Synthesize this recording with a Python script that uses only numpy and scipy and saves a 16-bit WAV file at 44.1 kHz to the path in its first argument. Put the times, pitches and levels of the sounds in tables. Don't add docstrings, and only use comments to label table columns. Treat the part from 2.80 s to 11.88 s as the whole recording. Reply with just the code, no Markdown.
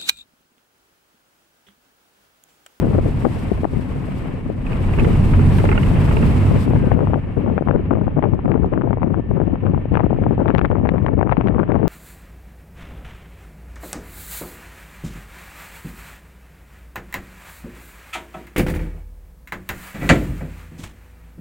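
import sys
import numpy as np
from scipy import signal
from scipy.fft import rfft, irfft
from scipy.io import wavfile
from scipy.ndimage import uniform_filter1d, minimum_filter1d, map_coordinates

SR = 44100
rng = np.random.default_rng(int(sys.argv[2]) if len(sys.argv) > 2 else 0)


def dump(signal):
    limited = np.clip(np.atleast_2d(signal).T, -1, 1)
    pcm = np.round(limited * 32767).astype(np.int16)
    wavfile.write(sys.argv[1], SR, pcm)


N = 400428
TIME, HZ = np.arange(N) / SR, np.fft.rfftfreq(N, 1 / SR)

# start_s, length_s, relative level_db, relative eddy brightness_hz
WIND_GUSTS = [(0, .2, -17.5, 150), (0.245, .05, -20, 170), (0.443, .022, -15, 346.6),
              (0.83, 0.0151, -19, 220), (0.92, .08, -22, 86), (1.662, .05, -24, 171),
              (2.202, .12, -17, 100), (3.701, .08, -16, 126.1), (3.863, .22, -16, 170.7),
              (4.11, .13, -13, 235.8), (4.262, .11, -18.5, 280), (4.578, .02, -14, 181.3),
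              (4.637, .14, -18, 198.7), (4.87, .125, -14.5, 256.2), (5.108, .07, -15.5, 297),
              (5.206, .085, -17.5, 259), (5.366, .03, -15, 270), (5.425, .13, -16, 266.8),
              (5.655, .21, -15, 240), (5.917, .22, -17, 302), (6.177, .21, -17, 284.6),
              (6.492, .26, -17, 245), (6.819, .16, -17, 226), (7.115, .15, -15, 299),
              (7.303, .045, -16, 279.2), (7.379, .16, -17, 232), (7.59, .28, -16, 331.4),
              (7.902, .43, -16.5, 345), (8.372, .17, -14.5, 418), (8.578, .25, -15.5, 376),
              (8.88, .2, -15, 385)]
BREEZE_DB = -30.5


def amp(db):
    return 10 ** (np.asarray(db) / 20)


def unit(x):
    return x / np.sqrt(np.mean(x ** 2) + 1e-20)


def curve(rows, column):
    rows = np.array(rows)
    return np.interp(TIME, rows[:, 0], rows[:, column])


def read(points, hz):
    f, value = np.transpose(points)
    return np.interp(np.log(hz + 1), np.log(f + 1), value)


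def noise(spectrum):
    white = rfft(rng.standard_normal(N))
    return unit(irfft(white * amp(read(spectrum, HZ)), N))


def wander(rate_hz):
    white = rfft(rng.standard_normal(N))
    return unit(irfft(white / (1 + (HZ / rate_hz) ** 4), N))


def pair(spectrum, shared):
    shared = np.clip(shared, 0, 1)
    common = np.sqrt(shared) * noise(spectrum)
    separate = np.array([noise(spectrum), noise(spectrum)])
    return common + np.sqrt(1 - shared) * separate


def lean(x, side):
    return irfft(rfft(x) * amp(np.outer([.5, -.5], read(side, HZ))), N)


def add(mix, s, sound):
    start = round(s * SR)
    sound = sound[max(-start, 0):]
    part = mix[max(start, 0):][:len(sound)]
    part += sound[:len(part)]


def road():
    # time_s, relative rumble_db, relative roar_db, relative grit_db
    ride = [(0, -13.5, -44, -63), (.6, -21.5, -42, -59), (.8, -20.5, -45, -64.5),
            (1.4, -23.5, -43.5, -64.5), (1.6, -23.5, -47, -70.5), (1.8, -23, -48.5, -71),
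            (1.9, -19.5, -41, -63), (2.13, -15.5, -40, -60), (2.2, -12.5, -37.5, -57.5),
            (2.85, -11.5, -37, -56.5), (3.6, -12, -36.5, -55), (3.9, -17, -41, -63),
            (4.2, -20.5, -43.5, -69.5), (4.45, -23, -48, -77.5), (4.72, -19.5, -47, -78.5),
            (5.2, -21, -50, -85.5), (6.3, -26, -53.5, -88.5), (7.4, -22.5, -48, -84), (8.3, -24, -54, -86),
            (9.05, -25, -51, -86)]
    # time_s, level_db
    heave = [(1.65, -62), (1.85, -25.5), (2.4, -21), (2.8, -30), (3.2, -60)]
    # frequency_hz, relative density_db (per Hz)
    springs_spectrum = [(12, -14.5), (26, 3), (42, 0.5), (80, -20.5), (250, -63.5), (1000, -100)]
    rumble_spectrum = [(4, -30.5), (10, -16), (22, -4), (45, -0.5), (85, -0.5), (135, -0.5), (200, -5),
                       (300, -13), (450, -20), (700, -35.5), (1100, -39.5), (3000, -91.5)]
    roar_spectrum = [(150, -12), (450, 8.5), (750, 6.5), (1050, 5.5), (1450, -2), (1850, -3), (2050, -2),
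                     (2700, -4), (3100, -9.5), (3600, -20), (5000, -33.5), (7000, -52.5)]
    grit_spectrum = [(2000, -4.5), (3500, 7.5), (5000, 3.5), (6300, -2.5), (8000, -0.5), (9800, -3),
                     (11500, -2.5), (14000, -10.5), (16000, -16.5)]
    # frequency_hz, left_minus_right_db
    roar_side = [(450, 5.5), (1000, 2), (1700, 6.5), (2700, -3.5), (5000, 5)]
    grit_side = [(3000, 3.5), (5000, -1), (6400, 0), (8000, 15), (11000, -1.5), (15000, 2)]
    # time_s, half_length_s (to 1/e), relative level_db
    spray_rows = [(2.78, .04, -57), (3.813, 0.033, -55), (5.546, 0.0022, -66), (5.647, 0.0017, -70),
                  (5.86, 0.002, -74)]

    rumble_db = curve(ride, column=1) + [[-3.2], [-2.6]] + 1.0 * wander(rate_hz=4.5)
    rumble = pair(rumble_spectrum, shared=0.66) * amp(rumble_db)
    heaving = noise(springs_spectrum) * amp(curve(heave, column=1))
    roar_db = curve(ride, column=2) + 5.5 + 1.5 * wander(rate_hz=32)
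    roar = pair(roar_spectrum, shared=0.26) * amp(roar_db)
    sprays = sum(amp(db) * np.exp(-np.minimum(((TIME - s) / half) ** 2, 20)) for s, half, db in spray_rows)
    grit_gain = (amp(curve(ride, column=3)) + sprays) * amp(7.0 + 1.4 * wander(rate_hz=33))
    grit = pair(grit_spectrum, shared=0.18) * grit_gain
    return rumble + heaving + lean(roar, roar_side) + lean(grit, grit_side)


def engine():
    # time_s, firing_rate_hz (before jitter), relative level_db
    course = [(0, 89.5, -24), (1.2, 91.23, -29), (1.75, 92.5, -38), (2.05, 93.1, -17), (2.35, 92.7, -15.5),
              (2.66, 93.73, -11.5), (2.9, 94.04, -18.5), (3.3, 93.7, -17.5), (3.5, 94.4, -23),
              (3.63, 94.8, -11.5), (3.88, 95.2, -21), (4.32, 94.6, -17.5), (4.5, 94.3, -32.5),
              (7.5, 98.5, -26.5), (9.1, 107, -41)]
    orders_db = [-12, -1, -7.5, -15, -25, -20.5, -21.5]
    # frequency_hz, width_hz, relative level_db
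    clatter = [(925, 260, -67.5), (1785, 70, -57.5), (2240, 63, -61), (2730, 350, -71), (3840, 130, -86)]

    turns = np.cumsum(curve(course, column=1) * (1 + 0.003 * wander(rate_hz=4))) / SR
    orders = np.zeros(N)
    for k, db in enumerate(orders_db):
        phase = np.pi * (k + 1) * turns + 2 * np.pi * rng.random()
        orders += amp(db + 0.6 * wander(rate_hz=4.1)) * np.sin(phase)
    orders = orders * amp(curve(course, column=2)) * amp([[-.5], [.5]])
    knocks = rng.standard_normal((2, N)) * unit(1 + .5 * np.cos(2 * np.pi * turns))
    body = sum(amp(db) * unit(1 / (1 + ((HZ - hz) / width) ** 2) ** 2) for hz, width, db in clatter)
    return orders + irfft(rfft(knocks) * body, N)


def tone(rows, jitter, flutter_db):
    turns = np.cumsum(curve(rows, column=1) * (1 + jitter * wander(rate_hz=32))) / SR
    level_db = curve(rows, column=2) + flutter_db * wander(rate_hz=14.0)
    sounding = (TIME >= rows[0][0]) & (TIME <= rows[-1][0])
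    return np.sqrt(2) * np.sin(2 * np.pi * turns) * amp(level_db) * sounding


def engine_fan():
    # time_s, pitch_hz, level_db
    drone = [(0, 250.6, -41.5), (1.8, 256.6, -40), (3.4, 253, -33), (4.8, 258.5, -41), (9.1, 268, -49.5)]
    return tone(drone, jitter=0.0021, flutter_db=2.5)


def panel_boom():
    # time_s, pitch_hz, level_db
    boom = [(2.05, 202.7, -42), (2.3, 203.5, -34), (2.6, 205, -45), (2.95, 202, -26.5), (3.2, 203.5, -37)]
    return tone(boom, jitter=0.012, flutter_db=3.0) * amp([[1.5], [-5]])


def whistle():
    # time_s, pitch_hz, level_db
    glide = [(3.85, 1720, -63), (3.96, 1650, -56), (4.04, 1575, -50), (4.12, 1490, -53), (4.25, 1390, -63)]
    return tone(glide, jitter=.003, flutter_db=1)


def strikes(rows, modes, contact_s, scatter, level_db):
    t, out = np.arange(SR // 12) / SR, np.zeros((2, N))
    for s, db in rows:
        grip = 1 + 0.025 * rng.standard_normal()
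        for port in out:
            ring = sum(amp(g - 60 * t / t60) * np.sin(2 * np.pi * (grip * hz * t + rng.random()))
                       for hz, g, t60 in modes)
            ring = ring * (1 - np.exp(-t / 0.00055))
            contacts = rng.standard_normal(len(t)) * np.exp(-np.minimum((t / contact_s) ** 2, 20))
            contacts = (t == 0) + scatter * contacts / np.linalg.norm(contacts)
            knock = signal.fftconvolve(contacts, ring)[:len(t)]
            add(port, s, knock / abs(knock).max() * amp(db + level_db))
    return out


def pane():
    # time_s, relative peak level_db
    rattles = [(2.186, -17.5), (2.196, -33), (2.203, -24), (2.2462, -15.5), (2.535, -19), (2.592, -18.5),
               (2.7835, -20.5), (2.7985, -21), (2.852, -16.5), (2.889, -13), (2.9145, -13.5), (2.925, -15),
               (2.953, -21), (2.9765, -13), (2.983, -24), (3.0307, -19.5), (3.3097, -18.5), (3.3675, -13.5),
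               (3.426, -17.5)]
    # nominal frequency_hz, relative level_db, t60_s
    pane_modes = [(418, 5, 0.043), (573, -2, 0.044), (876, 0.5, 0.03), (1140, -4.5, 0.011),
                  (1300, -3, .016), (1420, -3, .018), (1620, -8.5, 0.02), (1840, -4, 0.015),
                  (2150, -2, .02), (2460, -0.5, 0.0084), (2690, -4, 0.011), (2900, -9.5, 0.013)]
    return strikes(rattles, pane_modes, contact_s=0.0057, scatter=1.7, level_db=2.5) * amp([[-2.2], [2.2]])


def latch():
    # time_s, relative peak level_db
    ticks = [(1.866, -24.5), (1.931, -25), (2.1365, -22.5), (2.196, -17), (2.2025, -29)]
    # nominal frequency_hz, relative level_db, t60_s
    latch_modes = [(2235, -9, 0.013), (2560, 0, 0.021), (2799, -8, 0.015)]
    return strikes(ticks, latch_modes, contact_s=0.0025, scatter=0.35, level_db=-3.5) * amp([[-2.5], [2.5]])


def stones():
    # time_s, peak level_db
    knocks = [(5.5345, -14), (5.542, -17), (5.647, -9), (5.859, -11.5), (5.983, -14)]
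    # nominal frequency_hz, relative level_db, t60_s
    floor_modes = [(185, 6.5, 0.074), (377, 2.5, .05), (700, -10, 0.037), (1260, -8, 0.015)]
    return strikes(knocks, floor_modes, contact_s=.004, scatter=0.58, level_db=0.0)


def wind():
    attack_s, release_s = .008, .016
    gain = np.full(N, amp(BREEZE_DB))
    for start, length, db, _ in WIND_GUSTS:
        early, late = np.maximum(start - TIME, 0), np.maximum(TIME - start - length, 0)
        gust = amp(db) * np.exp(-np.minimum(early / attack_s + late / release_s, 20))
        gain = np.maximum(gain, gust)
    return 20 * np.log10(gain)


def buffet(wind_db, unrest, pressure_power, level_db, flutter_db):
    # frequency_hz, relative density_db (per Hz), before the sweeping
    turbulence = [(15, -27.5), (45, -12.5), (80, -1), (130, -3), (200, -4), (300, -9.5), (450, -14),
                  (700, -29), (1100, -34.5), (2500, -91)]
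    speed = np.exp(unrest * np.tanh(wander(rate_hz=40) / 2))
    swept = np.cumsum(speed / speed.mean())
    pressure = map_coordinates(noise(turbulence), [swept], order=3, mode="wrap") * speed ** pressure_power
    strength = np.sqrt(uniform_filter1d(uniform_filter1d(pressure ** 2, size=3500), size=1500))
    return pressure / strength * amp(wind_db + level_db + flutter_db * wander(rate_hz=11.0))


def eddies(rows, low_hz, port_hz, leak_db, ring, ring_hz, ring_width_hz, trail, trail_s):
    size, out = 2048, np.zeros(N)
    hz = np.fft.rfftfreq(size, 1 / SR)
    port = hz ** 2 / (hz ** 2 + low_hz ** 2) * (amp(leak_db) + 1 / np.sqrt(1 + (hz / port_hz) ** 8))
    port = port * (1 + ring / (1 + 2j * (hz - ring_hz) / ring_width_hz))
    for (s, db, bright_hz), (turn, trail_turn, lag) in zip(rows, rng.random((len(rows), 3))):
        shape = port * np.exp(-hz / bright_hz)
        trailing = trail * np.exp(2j * np.pi * (trail_turn - hz * trail_s * (.5 + lag)))
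        edges = (1 + trailing) / np.hypot(1, trail)
        flick = irfft(shape * edges * np.exp(2j * np.pi * turn), size) / irfft(shape, size)[0]
        add(out, s - size / 2 / SR, amp(db) * np.fft.fftshift(flick))
    return out


def wakes(rows, count, spread_s, level_db):
    parent = np.repeat(rows, count, axis=0)
    force, size, place = rng.standard_normal((len(parent), 3)).T
    s = parent[:, 0] + spread_s * (place + .4 + .5 * np.sign(place + 0.59))
    db = parent[:, 1] + level_db + 3 * np.tanh(force)
    bright_hz = parent[:, 2] * .8 * np.exp(.3 * np.tanh(size))
    return np.c_[s, db, bright_hz]


def gust_eddies(wind_db, count, level_db, spread_db, brightness, variety, small_loss_db):
    chance, force, size = rng.random((count, 3)).T
    arrivals = np.cumsum(amp(wind_db) - .9 * amp(BREEZE_DB))
    s = np.interp((np.arange(count) + chance) / count, arrivals / arrivals[-1], TIME)
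    start, length, _, gust_hz = np.transpose(WIND_GUSTS)
    nearest = np.argmin(abs(s[:, None] - start - length / 2) - length / 2, axis=1)
    smallness = 2 * size - 1
    db = np.interp(s, TIME, wind_db) + level_db + spread_db * (2 * force - 1) - small_loss_db * smallness
    return np.c_[s, db, gust_hz[nearest] * brightness * np.exp(variety * smallness)]


def windward_port():
    # time_s, nominal peak level_db, brightness_hz (higher for smaller eddies)
    timed = [(0.0556, -21, 410.0), (0.0703, -6, 250), (0.1326, -12, 550), (0.1831, -4, 373),
             (0.188, 4, 328), (0.1947, -2, 262), (0.2685, -21, 680), (0.4515, 3.5, 505), (0.4548, 3.5, 420),
             (0.4608, -7, 560.0), (0.4675, 5, 264), (0.5, -3.5, 90), (0.7175, 1, 196), (0.7215, 0, 170),
             (0.8344, -3.5, 259.6), (0.8448, -4.5, 670.0), (0.8525, 5.5, 326), (0.935, -12, 131),
             (0.972, -5.5, 75.7), (1.7012, -7, 190), (2.8419, 0, 320.0), (3.1146, -5, 299),
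             (3.7113, -8, 320), (3.8782, -1, 266.6), (3.9353, -3, 330.0), (4.0406, -6, 300.5),
             (4.0591, -23, 380.0), (4.1181, 3.5, 619), (4.151, 4, 71), (4.1749, 2, 290), (4.1837, -7, 423),
             (4.1917, -1, 599), (4.2065, -1, 419.3), (4.2127, -8, 488), (4.2329, -9, 220),
             (4.2723, -4.5, 544), (4.3348, -1, 440.0), (4.3424, -4, 892), (4.359, -0.5, 227.4),
             (4.586, -8, 205), (4.6627, -6, 395), (4.677, -10, 379.4), (4.7003, -6.5, 327),
             (4.7797, 6, 743), (4.8107, -2, 220), (4.8239, -2, 379), (4.8752, -4, 619), (4.8861, -0.5, 723),
             (4.8932, -6, 505), (4.9114, 3.5, 660), (4.9612, -4, 542), (5.1091, 0.5, 544),
             (5.1136, -6.5, 439), (5.1301, -7.5, 423), (5.1361, -1.5, 404), (5.1536, -12.5, 700),
             (5.1727, -7.5, 350.4), (5.2135, -9.5, 490), (5.2684, -10.5, 480), (5.2798, -4, 400),
             (5.3696, -8.5, 387), (5.3772, -6, 412), (5.3862, -5, 409), (5.3917, -6, 622),
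             (5.4259, -4, 892), (5.4323, -3, 408.4), (5.44, -3.5, 773), (5.4446, -7, 680),
             (5.4551, -4.5, 380), (5.531, 0, 70), (5.5356, -7, 600), (5.5919, -6.5, 380), (5.6571, -8, 700),
             (5.6796, -7, 440.0), (5.708, -6.5, 81), (5.7182, -4, 968), (5.7428, -6.5, 572.4),
             (5.7541, -2, 170), (5.7587, -8, 582), (5.7769, -8, 436.5), (5.8337, -11, 578.6),
             (5.8454, 1, 279), (5.9368, -4.5, 720.0), (5.9768, 2.5, 541), (6.0126, -6.5, 670.0),
             (6.0195, -6, 828), (6.0751, -3.5, 334), (6.0882, -14, 470), (6.1077, -4, 460),
             (6.1306, -3.5, 670.0), (6.1725, -7.5, 450), (6.2188, -7, 572), (6.2316, -0.5, 671),
             (6.2429, -10, 500), (6.2637, -15, 395), (6.314, -22, 89.9), (6.3437, -5, 670.0),
             (6.397, -4, 120), (6.5132, -6, 440.0), (6.537, -7.5, 70), (6.6018, -2, 440.0),
             (6.6162, -3, 381.3), (6.68, -8.5, 270.6), (6.757, -12.5, 750), (6.8524, -6.5, 260.0),
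             (6.8661, -6.5, 770), (6.899, -1, 107.7), (6.9137, -18, 400), (6.9462, -4.5, 460),
             (6.966, -1.5, 130.6), (6.9775, -7, 359.4), (7.056, -6, 204.4), (7.1195, -4, 220),
             (7.1363, -18, 500), (7.1406, -5, 404.4), (7.1415, -13, 1401), (7.1543, 0, 960),
             (7.1726, 4.5, 900), (7.1841, -18, 552), (7.197, -1, 726), (7.2055, 0.5, 582),
             (7.2349, -11, 538), (7.2656, -1, 330.0), (7.3069, -4, 442), (7.3298, -1, 327),
             (7.3877, -5, 233.3), (7.436, -17, 473), (7.4385, -9, 850), (7.4653, 0.5, 380.4),
             (7.493, -6, 70), (7.5096, -0.5, 350.6), (7.58, -1.5, 240), (7.6037, 0.5, 326),
             (7.6167, -8, 496.7), (7.6585, -3.5, 580.0), (7.6815, -4, 1108), (7.6864, -4, 780),
             (7.6922, -16, 759), (7.6981, 3, 269), (7.7038, -1.5, 897), (7.7498, -0.5, 1364),
             (7.7607, -5, 700), (7.764, 2, 70), (7.7827, -3.5, 2250.0), (7.7927, -0.5, 960.0),
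             (7.8142, -2, 960.0), (7.85, 4.5, 825), (7.8571, -6, 1300), (7.9027, -5, 340),
             (7.9146, -5.5, 797), (7.9298, -7, 410.0), (7.9554, -3.5, 550), (7.967, -10, 468),
             (7.9734, -15, 600), (8.0541, -4, 674), (8.0595, -4, 583), (8.0721, -6, 720.0),
             (8.0909, 1.5, 1482), (8.1396, -8.5, 353), (8.1592, -6, 470.4), (8.1821, -8, 841),
             (8.2643, -1.5, 1050), (8.2839, -3, 678), (8.2905, -3, 270), (8.354, -3, 69.9),
             (8.3788, -2.5, 280.0), (8.392, -7, 687), (8.4124, 1, 619), (8.4293, 7.5, 670),
             (8.4742, -0.5, 620), (8.4998, -15, 770), (8.4945, 0, 723), (8.5147, -6, 1074),
             (8.518, -1, 431), (8.524, 4.5, 777), (8.5293, -4, 834), (8.5697, -3.5, 968),
             (8.6112, -2.5, 958), (8.6161, -19, 1085), (8.6613, -9, 443), (8.6733, -6, 1270.0),
             (8.6846, -6, 1252), (8.7104, -10, 334), (8.7467, -11, 768), (8.7833, -1.5, 437),
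             (8.7938, -6.5, 898), (8.7994, 0, 468), (8.8107, -15, 630), (8.8321, -4, 619),
             (8.8376, -10, 656), (8.8909, -6, 268), (8.9033, -12, 670.0), (8.9195, -2.5, 820),
             (8.9444, -6, 552), (8.9546, -10, 900), (8.9617, -1, 380.0), (9.0019, -13, 490),
             (9.0301, -7, 580.0), (9.038, -16, 500), (9.0567, -5, 291)]
    wind_db = wind()
    scattered = gust_eddies(wind_db, count=700, level_db=-2.5, spread_db=5.5, brightness=1.2, variety=0.71,
                            small_loss_db=5)
    companions = wakes(timed, count=2, spread_s=.004, level_db=-12.0)
    buffeting = buffet(wind_db, unrest=.55, pressure_power=1.4, level_db=2.0, flutter_db=-0.05)
    pulses = eddies(np.vstack([timed, scattered, companions]), low_hz=240, port_hz=2900, leak_db=-17.0,
                    ring=0.24, ring_hz=810, ring_width_hz=420, trail=0.56, trail_s=0.00074)
    return buffeting + pulses


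def lee_port():
    # time_s, nominal peak level_db, brightness_hz
    lee_rows = [(8.025, -15, 150), (8.135, -14, 300), (8.293, -18, 350), (8.342, -12, 300),
                (8.382, -26, 350), (8.652, -18, 200)]
    return eddies(lee_rows, low_hz=240, port_hz=1792, leak_db=-24,
                  ring=.35, ring_hz=789, ring_width_hz=420, trail=0.4, trail_s=0.00064)


def scene():
    bus = road() + engine() + engine_fan() + panel_boom() + whistle()
    bus = bus + pane() + latch() + stones()
    return bus + np.array([windward_port(), lee_port()])


def limit(x, ceiling_db, recovery_db_per_s):
    over_db = np.maximum(20 * np.log10(abs(x).max(0) + 1e-9) - ceiling_db, 0)
    over_db = -minimum_filter1d(-over_db, size=131)
    fall = TIME * recovery_db_per_s
    held_db = np.maximum.accumulate(over_db + fall) - fall
    return x * amp(-uniform_filter1d(uniform_filter1d(held_db, size=65), size=65))


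def record(dry):
    overload, ceiling_db, edge_hz = 4.2, -.3, 15750
    softened = overload * np.tanh(dry / overload)
    limited = limit(softened, ceiling_db, recovery_db_per_s=54.5)
    low_pass = signal.firwin(511, edge_hz, window=("kaiser", 9), fs=SR)
    return signal.oaconvolve(limited, low_pass[None], "same")


dry = scene()
out = record(dry)
dump(out)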